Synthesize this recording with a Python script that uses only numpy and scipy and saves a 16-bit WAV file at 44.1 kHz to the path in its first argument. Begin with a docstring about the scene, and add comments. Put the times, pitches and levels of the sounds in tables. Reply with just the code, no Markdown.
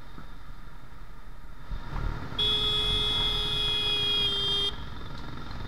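"""A city street, heard from the rider's seat of a single-cylinder motorcycle that idles and pulls away.
Its disc horn gives one long blast: harmonics of a contact rate that sags as revs and supply voltage fall.
Engine pulses drive exhaust and housing resonances; filtered noise makes the roar, wind and frame rumble.
Damped noise bursts knock, a vehicle ahead drones upward as a harmonic sum, and house fronts return
the horn as faint delayed copies over a bed of coloured traffic noise."""
import sys
import numpy as np
from scipy import signal
from scipy.fft import rfft, irfft, next_fast_len
from scipy.io import wavfile
from scipy.ndimage import uniform_filter1d

SR = 44100
rng = np.random.default_rng(int(sys.argv[2]) if len(sys.argv) > 2 else 0)


def master_out(mix):
    """Clip the mix to full scale and print it as 16-bit PCM to the path in sys.argv[1]."""
    frames = np.transpose(np.atleast_2d(mix))
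    ceiling = np.clip(frames, -1, 1)
    pcm = np.round(ceiling * 32767).astype(np.int16)
    wavfile.write(sys.argv[1], SR, pcm)


N = 250311
T = np.arange(N) / SR  # time (s)

# Traffic spectrum. Each row: frequency in Hz, relative level in dB.
TRAFFIC_SPECTRUM = [(35, -5), (60, -10), (190, -6.5), (350, -20.5), (627, -13.5), (931, -20.5), (1050, -29),
                    (1230, -2.5), (1420, -16), (1520, -15), (1830, -11.5), (2780, -31), (3670, -35),
                    (5710, -36), (15500, -42.5)]
TRAFFIC_DB, TRAFFIC_SWELL_DB = -58, 0.5  # mean level; spread of its slow wander

# Engine speed. Each row: time in seconds, firings per second.
FIRING_RATE = [(0, 11.5), (1.55, 11.7), (1.75, 23), (1.95, 37), (2.15, 38), (2.5, 42), (2.95, 46),
               (3.3, 40), (3.65, 34), (4.05, 28.7), (4.4, 25.5), (4.8, 21.4), (5.1, 21.9), (5.3, 22.6),
               (5.5, 21.7), (5.68, 21.6)]
# Levels of the ride. 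Each row: time in seconds, engine clatter and roar in dB, wind and frame rumble in dB,
# both before the offsets of the separate layers.
RIDE_LEVELS = [(0.28, -56, -54), (1.5, -58, -58), (1.6, -55.5, -52), (1.88, -46.5, -48), (1.93, -44, -39.5),
               (3.04, -44, -42), (3.22, -40.5, -41), (3.32, -43.5, -43.5), (4.54, -44, -43.5),
               (4.79, -48, -45.5), (5.56, -46.5, -44)]
# Exhaust swells as the bike takes load. Each row: centre in seconds, half length in seconds, rise in dB.
LOAD_SURGES = [(1.74, 0.05, 10.5), (2.022, 0.13, 13.5), (2.553, 0.21, 5.5), (2.966, 0.17, 9.5),
               (3.433, 0.24, 8), (5.603, .12, 4)]
# Low housing resonances, a hollow body near 1 kHz.
# Each row: centre in Hz, width of each of two passes in Hz, gain in dB.
HOUSING_LOW_MODES = [(255, 168, 0), (942.7, 70, 1), (1288, 210, -1.5), (1376, 54, 2), (1678, 145, -3.5),
                     (1932, 84, -7.5)]
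# High housing resonances, a ticking ring near 3.6 kHz.
# Each row: centre in Hz, width of each of two passes in Hz, gain in dB.
HOUSING_HIGH_MODES = [(3175, 150, -4), (3614, 157, 5), (3680, 92, 4.5), (4160, 320, -3.5),
                      (4836, 140, -1.5), (5240, 570, -10)]
# Exhaust spectrum. Each row: frequency in Hz, relative level in dB.
EXHAUST_SPECTRUM = [(12, -21), (22, 6.5), (42, 3.5), (70, -12), (130, -12), (300, -30.5), (700, -53),
                    (2000, -75)]
# Wind and frame rumble spectrum. Each row: frequency in Hz, relative level in dB.
RUMBLE_SPECTRUM = [(25, -31), (60, -0.5), (100, 2.5), (145, 2), (200, -10.5), (280, -7.5), (330, -15),
                   (420, -13), (600, -20.5), (1200, -45), (4000, -56)]
# Intake roar and air hiss spectrum. Each row: frequency in Hz, relative level in dB.
ROAR_SPECTRUM = [(150, -11.5), (400, -2), (700, 0), (950, 3), (1060, -0.5), (1350, 5), (1520, -8.5),
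                 (1800, -1.5), (2300, -7), (2750, -11), (4500, -10.5), (6500, -21.5), (9000, -34),
                 (15000, -40)]
FIRING_AT = 4.871  # the moment of one firing (s)
CLUTCH_S, CLUTCH_TIME_S = 2, 0.67  # the clutch starts to bite; time until it is home
EXHAUST_IDLE_DB, EXHAUST_RUNNING_DB = -44.5, -42.5  # before the load surges
VALVE_IDLE_DB, VALVE_SLOW_DB, VALVE_FAST_DB = -12, -8, -15  # against clatter: at idle, low and high revs
ALONGSIDE_DB, ALONGSIDE_S = 5.5, 0.58  # a car alongside throws the valve ticks back until the bike is past
CLATTER_DB, ROAR_DB, RUMBLE_DB = -1, -3, 1.08  # against the ride levels
AIR_DB = -2.5  # hiss of air and tyres against the intake roar, before their common filter

# Damped noise bursts: a few knocks early on, then single engine knocks near the firing rate.
# Each row: start in seconds, level in dB before the envelope, centre in Hz,
# width of each of two passes in Hz, decay time constant in seconds.
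KNOCK_EVENTS = [(0.179, -39, 205, 150, 0.021), (0.18, -43.5, 1330, 250, .022),
                (1.957, -34, 1060, 585, 0.022), (4.965, -42, 3600, 250, 0.008),
                (5.058, -37, 3580, 250, 0.0089), (5.174, -44.5, 4050, 1700, 0.025),
                (5.463, -45.5, 3610, 290, .008), (5.508, -43, 4130, 100, 0.015),
                (5.556, -33, 800, 1000, 0.0022), (5.603, -34, 150, 150, 0.014),
                (5.608, -42, 3730, 700, 0.0052)]

# Horn partials on a full supply. Each row: multiple of the contact rate, level in dB against
# MIDDLE_DB or TOP_DB; the levels of multiples 1 and 8 come from the two time tables below.
FULL_PARTIALS = [(1, -14), (2, -25), (3, -20.5), (4, -34.5), (5, -22), (6, -19), (7, -26.5), (8, 0.5),
                 (9, -16), (10, -27.5), (11, -30.5), (12, -24.5), (13, -30), (14, -41), (15, -34),
                 (16, -40), (17, -39), (18, -42), (19, -41), (20, -37.5), (21, -43), (22, -41), (23, -30.5),
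                 (24, -40), (25, -38), (26, -43), (27, -60.5), (28, -59), (29, -56), (30, -46), (31, -40),
                 (32, -52), (33, -55), (34, -49), (35, -55), (36, -61), (37, -53)]
# Horn partials on a sagging supply. Each row: multiple, level in dB, as above.
SAGGING_PARTIALS = [(1, -15), (2, -27.5), (3, -33), (4, -32), (5, -24), (6, -12), (7, -21.5), (8, 0),
                    (9, -14.5), (10, -25), (11, -30), (12, -19.5), (13, -33), (14, -36), (15, -36.5),
                    (16, -42), (17, -39.5), (18, -63), (19, -57), (20, -42), (21, -40), (22, -56),
                    (23, -37), (24, -36.5), (25, -33.5), (26, -37.5), (27, -44), (28, -63), (29, -59),
                    (30, -48), (31, -38), (32, -44), (33, -59), (34, -56), (35, -54), (36, -61), (37, -61)]
# Horn partials on a weak supply. Each row: multiple, level in dB, as above.
WEAK_PARTIALS = [(1, -13), (2, -37), (3, -22.5), (4, -43), (5, -26.5), (6, -27.5), (7, -29.5), (8, 0),
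                 (9, -7), (10, -30), (11, -27.5), (12, -20.5), (13, -33), (14, -42), (15, -30), (16, -45),
                 (17, -58), (18, -47), (19, -43), (20, -35), (21, -33), (22, -52), (23, -38), (24, -40),
                 (25, -38.5), (26, -39), (27, -41), (28, -61), (29, -76), (30, -54), (31, -51), (32, -55),
                 (33, -49), (34, -57), (35, -60), (36, -62), (37, -65)]
# Disc tone, the eighth partial. Each row: time in seconds, level in dB before a small trim.
DISC_LEVEL = [(2.41, -26.5), (2.55, -25), (2.6, -30), (3.27, -29), (3.33, -32.5), (4.26, -27), (4.3, -32),
              (4.58, -28.5), (4.67, -28)]
# Diaphragm fundamental. Each row: time in seconds, level in dB before a small trim.
DIAPHRAGM_LEVEL = [(2.41, -40.5), (3.09, -43), (3.12, -45.5), (4.25, -42.5), (4.67, -41.5)]
# Contact rates on the weak supply, each held until the next.
# Each row: start in seconds, rate in Hz, change of the overtones in dB.
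CONTACT_STEPS = [(3.98, 411.7, 0), (4.215, 409.2, 2), (4.268, 401, -1.8), (4.51, 402.2, 2.5)]
HORN_ON, HORN_OFF = 2.384, 4.689  # (s)
HORN_HZ, START_FLAT_HZ, START_S = 420.5, 7, .008  # full-supply rate; initial flatness and its time constant
SAG_FROM_S, SAG_HZ_PER_S = 3.04, 5.8
MIDDLE_DB, TOP_DB = -29.5, -30  # reference levels of partials 2-12 and of those above
RING_HZ, RING_DB = 3576, -36.5  # free ring of the disc on a full supply
RING_FALL_HZ_PER_HZ, RING_FADE_HZ = 21.16, 5.4  # its fall and fade as the contact rate drops
RASP_DB, SIZZLE_DB = -44.5, -61  # blow noise around the disc tone (full supply) and in the treble
RATTLE_DB, RATTLE_WEAK_DB = -50, -45.5  # buzz along with the horn: full or sagging supply, weak supply
ECHO_DB = -10.5  # gain on the echo sum

# Drone of the vehicle ahead. Each row: multiple of its firing rate, relative level in dB.
DRONE_ORDERS = [(1, -3), (2, -12.5), (3, -17), (4, -11.5), (5, -16.5)]
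AHEAD_S, AHEAD_HZ, AHEAD_DB = 5.1, 56.85, -38.5  # when nearest: time, firing rate, gain
AHEAD_HZ_PER_S, AHEAD_NEAR_S = 5.2, .9  # rise of its firing rate; half the time it is in earshot

TOP_HZ, DC_OFFSET = 15600, .0145  # treble limit; constant offset of the signal (full scale is one)


def undb(db):
    """Amplitude gain is ten to the power of decibels over twenty."""
    return 10 ** (np.asarray(db) / 20)


def unit(x):
    """Normalisation: dividing by the root mean square gives unit rms."""
    return x / np.sqrt(np.mean(x ** 2) + 1e-18)


def curves(table):
    """Linear interpolation: each column of a table becomes a signal in time."""
    s, *columns = np.transpose(table)
    return [np.interp(T, s, c) for c in columns]


def noise():
    """White noise: independent Gaussian samples have a flat spectrum."""
    return rng.standard_normal(N)


def walk(rate):
    """Smooth random modulation: held Gaussian steps, averaged twice, with a spread near one."""
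    k = int(SR / rate)
    steps = np.repeat(rng.standard_normal(N // k + 1), k)
    return 1.32 * uniform_filter1d(uniform_filter1d(steps, k), k)[:N]


def swell(s, half):
    """Gaussian envelope: a smooth rise and fall around a moment."""
    return np.exp(-((T - s) / half) ** 2)


def ring(x, hz, width):
    """Simple resonance: a two-pole peak with unit gain at its centre."""
    return signal.lfilter(*signal.iirpeak(hz, hz / width, fs=SR), x)


def body(x, modes):
    """Modal superposition: parallel resonances, each passed twice for steep sides."""
    return sum(undb(db) * ring(ring(x, hz, width), hz, width) for hz, width, db in modes)


def colour(x, points):
    """Minimum-phase filtering: the folded cepstrum yields a causal filter; the output has unit rms."""
    size = next_fast_len(N + SR, real=True) // 2 * 2
    hz, db = np.transpose(points)
    f = np.arange(size // 2 + 1) * SR / size
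    log_gain = np.log(undb(np.interp(np.log(f + 1), np.log(hz), db)))
    cepstrum = irfft(log_gain)
    cepstrum[1:size // 2] *= 2
    cepstrum[size // 2 + 1:] = 0
    response = np.exp(rfft(cepstrum))
    return unit(irfft(rfft(x, size) * response)[:N])


def steady(x, span=0.22):
    """Level equalisation: dividing by short-time rms removes the effect of pulse rate."""
    return x / np.sqrt(np.abs(uniform_filter1d(x ** 2, int(span * SR))) + 1e-12)


def strokes(cycle, offset, scatter_db):
    """Periodic impulses: one click of uneven force whenever the cycle passes a given point."""
    at = np.flatnonzero(np.diff(np.floor(cycle - offset)) > 0)
    clicks = np.zeros(N)
    clicks[at] = undb(scatter_db * rng.standard_normal(512)[:len(at)])
    return clicks


def fade(x, decay):
    """Exponential relaxation: a one-pole filter gives every click a decaying tail."""
    return signal.lfilter([1], [1, -np.exp(-1 / (decay * SR))], x)


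def traffic():
    """Diffuse sources: many distant ones sum to coloured noise with a slowly wandering level."""
    return undb(TRAFFIC_DB + TRAFFIC_SWELL_DB * walk(1.73)) * colour(noise(), TRAFFIC_SPECTRUM)


def engine_blows(rate):
    """Cyclic impact: piston and valve blows recur at fixed points of the firing cycle."""
    cycle = np.cumsum(rate) / SR
    cycle += .012 * walk(12) - np.interp(FIRING_AT, T, cycle)
    firing = strokes(cycle, 0, scatter_db=1.5)
    # the crank turns twice for each firing, so a weaker blow falls near half the cycle
    piston = firing + .25 * strokes(cycle, .52, scatter_db=2)
    tappets = firing + .25 * strokes(cycle, .4, scatter_db=3)
    tappets = tappets + .3 * strokes(cycle, .68, scatter_db=3)
    return piston, tappets


def exhaust(piston, rate):
    """Pulsed flow: gas puffs sound the firing rate, mixed with turbulent noise."""
    level_db = np.interp(rate, [12, 22], [EXHAUST_IDLE_DB, EXHAUST_RUNNING_DB])
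    level_db = level_db + sum(db * swell(s, half) for s, half, db in LOAD_SURGES)
    # an open throttle turns the loose throb into a firm note
    firm = np.interp(level_db, [-45, -34], [.55, .85])
    pulses = piston - uniform_filter1d(piston, SR // 6)  # without their local mean
    puffs = steady(colour(pulses, EXHAUST_SPECTRUM))
    turbulence = colour(noise(), EXHAUST_SPECTRUM)
    return undb(level_db) * (np.sqrt(firm) * puffs + np.sqrt(1 - firm) * turbulence)


def rumble(piston, beat):
    """Forced vibration and noise: filtered blows and pulsing coloured noise sound as frame and wind."""
    shaking = steady(colour(piston, RUMBLE_SPECTRUM))
    gusts = undb(0.41 * walk(20))
    wind = gusts * steady(colour(noise() * beat, RUMBLE_SPECTRUM))
    return 0.32 * shaking + 0.89 * wind


def intake_roar(beat):
    """Modulated turbulence: intake noise surges with the blows below an even hiss of air and tyres."""
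    low = signal.butter(3, 2200, fs=SR, output="sos")
    high = signal.butter(3, 2200, "high", fs=SR, output="sos")
    surge = signal.sosfilt(low, steady(noise() * beat))
    air = signal.sosfilt(high, noise())
    return steady(colour(surge + undb(AIR_DB) * air, ROAR_SPECTRUM)) * undb(1.0 * walk(16))


def motorcycle():
    """Source and resonator: one train of blows drives exhaust, housing, frame and intake."""
    rate, = curves(FIRING_RATE)
    clatter_db, rumble_db = curves(RIDE_LEVELS)
    valve_db = clatter_db + np.interp(rate, [12, 22, 36], [VALVE_IDLE_DB, VALVE_SLOW_DB, VALVE_FAST_DB])
    valve_db = valve_db + ALONGSIDE_DB * swell(0, ALONGSIDE_S)
    piston, tappets = engine_blows(rate)
    # the blows are soft at idle and harder once the engine is in gear
    in_gear = np.clip((T - CLUTCH_S) / CLUTCH_TIME_S, 0, 1)
    force = .8 + in_gear * np.interp(rate, [27, 37], [2.2, 1.0])
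    beat = 1 + 1.2 * force * uniform_filter1d(fade(piston, decay=.007), SR // 160)
    tick = 1 + .75 * force * uniform_filter1d(fade(tappets, decay=.007), SR // 400)
    clatter = steady(body(noise() * beat, HOUSING_LOW_MODES))
    valves = steady(body(noise() * tick, HOUSING_HIGH_MODES))
    out = exhaust(piston, rate)
    out = out + undb(rumble_db + RUMBLE_DB) * rumble(piston, beat)
    out = out + undb(clatter_db + CLATTER_DB) * clatter
    out = out + undb(valve_db) * valves
    return out + undb(clatter_db + ROAR_DB) * intake_roar(beat)


def knocks():
    """Damped bursts: a few knocks early on, then single engine knocks near the firing rate."""
    out = np.zeros(N)
    for s, db, hz, width, decay in KNOCK_EVENTS:
        age = np.maximum(T - s, 0)
        envelope = np.minimum(age / 0.0038, 1) * np.exp(-age / decay)
        out += undb(db) * unit(body(noise(), [(hz, width, 0)])) * envelope
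    return out


def contact():
    """Self-interrupting contact: its rate settles, sags with the supply, then jumps between held rates."""
    hz = HORN_HZ - START_FLAT_HZ * np.exp(-np.maximum(T - HORN_ON, 0) / START_S)
    hz = hz - SAG_HZ_PER_S * np.maximum(T - SAG_FROM_S, 0)
    bite_db = np.zeros(N)  # change of the overtones
    for s, held_hz, db in CONTACT_STEPS:
        hz = np.where(T < s, hz, held_hz)
        bite_db = np.where(T < s, bite_db, db)
    return uniform_filter1d(hz, size=SR // 70), uniform_filter1d(bite_db, size=SR // 70)


def horn_partials(hz, bite_db, sag, phase):
    """Harmonic series: periodic blows sound multiples of the contact rate, the eighth being the disc tone."""
    disc_db, = curves(DISC_LEVEL)
    diaphragm_db, = curves(DIAPHRAGM_LEVEL)
    # the high partials feel the failing supply first
    sag_high = np.interp(hz, [402, 409, 418.5, 420], [2, 1, 1, 0])
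    tone = np.zeros(N)
    for (k, full), (_, sagging), (_, weak) in zip(FULL_PARTIALS, SAGGING_PARTIALS, WEAK_PARTIALS):
        supply_db = [full, sagging, weak]
        # passing reflections make each partial swell and fade by itself
        if k == 8:
            db = disc_db + 0.88 + 0.75 * walk(16)
        elif k == 1:
            db = diaphragm_db - .3 + 0.44 * walk(14)
        elif k <= 12:
            db = MIDDLE_DB + bite_db + np.interp(sag, [0, 1, 2], supply_db) + 1.8 * walk(12)
        else:
            db = TOP_DB + bite_db + np.interp(sag_high, [0, 1, 2], supply_db) + 2.4 * walk(11)
        tone += np.sqrt(2) * undb(db) * np.sin(k * phase + 2 * np.pi * rng.random())
    return tone


def free_ring(hz):
    """Free vibration: irregular blows leave the disc ringing, as a randomly modulated tone."""
    drop_hz = HORN_HZ - hz
    ring_phase = 2 * np.pi * np.cumsum(RING_HZ - RING_FALL_HZ_PER_HZ * drop_hz) / SR
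    ringing = (walk(95) + 1j * walk(95)) * np.exp(1j * ring_phase)
    return undb(RING_DB) * np.exp(-(drop_hz / RING_FADE_HZ) ** 2) * ringing.real


def horn_noise(sag, phase):
    """Impact noise: pulsing noise rasps and sizzles through resonances, and an even rattle buzzes along."""
    blows = noise() * (1 + 0.23 * np.cos(phase))
    rasp = undb(RASP_DB - 0.73 * sag) * unit(body(blows, [(3390, 470, 0)]))
    rattle_db = np.interp(sag, [1, 2], [RATTLE_DB, RATTLE_WEAK_DB])
    rattle = undb(rattle_db) * unit(body(noise(), HOUSING_HIGH_MODES))
    treble_modes = [(6940, 2100, 0), (10000, 1200, 0.5), (12900, 970, -2)]
    sizzle = undb(SIZZLE_DB) * unit(body(blows, treble_modes))
    return rasp + rattle + sizzle


def horn():
    """Forced vibration: an armature hammers a disc, and the contact beats less evenly on a weak supply."""
    hz, bite_db = contact()
    # state of the supply: 0 full, 1 sagging, 2 weak
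    sag = np.interp(hz, [402, 409, 415.5, 420], [2, 1, 1, 0])
    jitter_hz = (0.085 + 0.246 * sag) * walk(45) + 0.46 * walk(400)
    phase = 2 * np.pi * np.cumsum(hz + jitter_hz) / SR
    attack = np.clip((T - HORN_ON) / .008, 0, 1)
    release = np.exp(-np.maximum(T - HORN_OFF, 0) / .004)
    sound = horn_partials(hz, bite_db, sag, phase) + free_ring(hz) + horn_noise(sag, phase)
    return attack * release * sound


def street(x, count=48, longest=0.31, t60=0.95, doppler=.05):
    """Reflection and Doppler shift: echoes from fronts and cars ahead come back sharp, those behind flat."""
    out = np.zeros(N)
    for lag, bearing in zip(np.linspace(.03, longest, count), rng.uniform(-0.7, 1, count)):
        delay = lag + doppler * bearing * (HORN_OFF - T)
        echo = np.interp(T - np.maximum(delay, .004), T, x, left=0)
        out += np.exp(-np.log(1000) * lag / t60) * echo
    # air and rough walls take the treble out
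    return signal.sosfilt(signal.butter(2, 5000, fs=SR, output="sos"), out) / np.sqrt(count)


def vehicle_ahead():
    """Harmonic drone: exhaust orders follow a slowly rising firing rate as the vehicle comes into earshot."""
    hz = AHEAD_HZ + AHEAD_HZ_PER_S * (T - AHEAD_S)
    phase = 2 * np.pi * np.cumsum(hz * (1 + .005 * walk(10))) / SR
    drone = np.zeros(N)
    for k, db in DRONE_ORDERS:
        drone += undb(db + 1.8 * walk(6)) * np.sin(k * phase + 2 * np.pi * rng.random())
    return undb(AHEAD_DB) * swell(AHEAD_S, AHEAD_NEAR_S) * drone


def scene():
    """Superposition: pressures of bike, horn, echoes, traffic, vehicle ahead and a faint hiss add."""
    blast = horn()
    echoes = undb(ECHO_DB) * street(blast)
    hiss = undb(-71.0) * noise()
    return (traffic() + motorcycle() + knocks() + blast + echoes + vehicle_ahead() + hiss)[None]


def record(dry):
    """Band limiting: the converter cuts the top of the treble and sits slightly off zero."""
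    low_pass = signal.ellip(10, .2, 80, TOP_HZ, fs=SR, output="sos")
    return signal.sosfilt(low_pass, dry) + DC_OFFSET


dry = scene()
out = record(dry)
master_out(out)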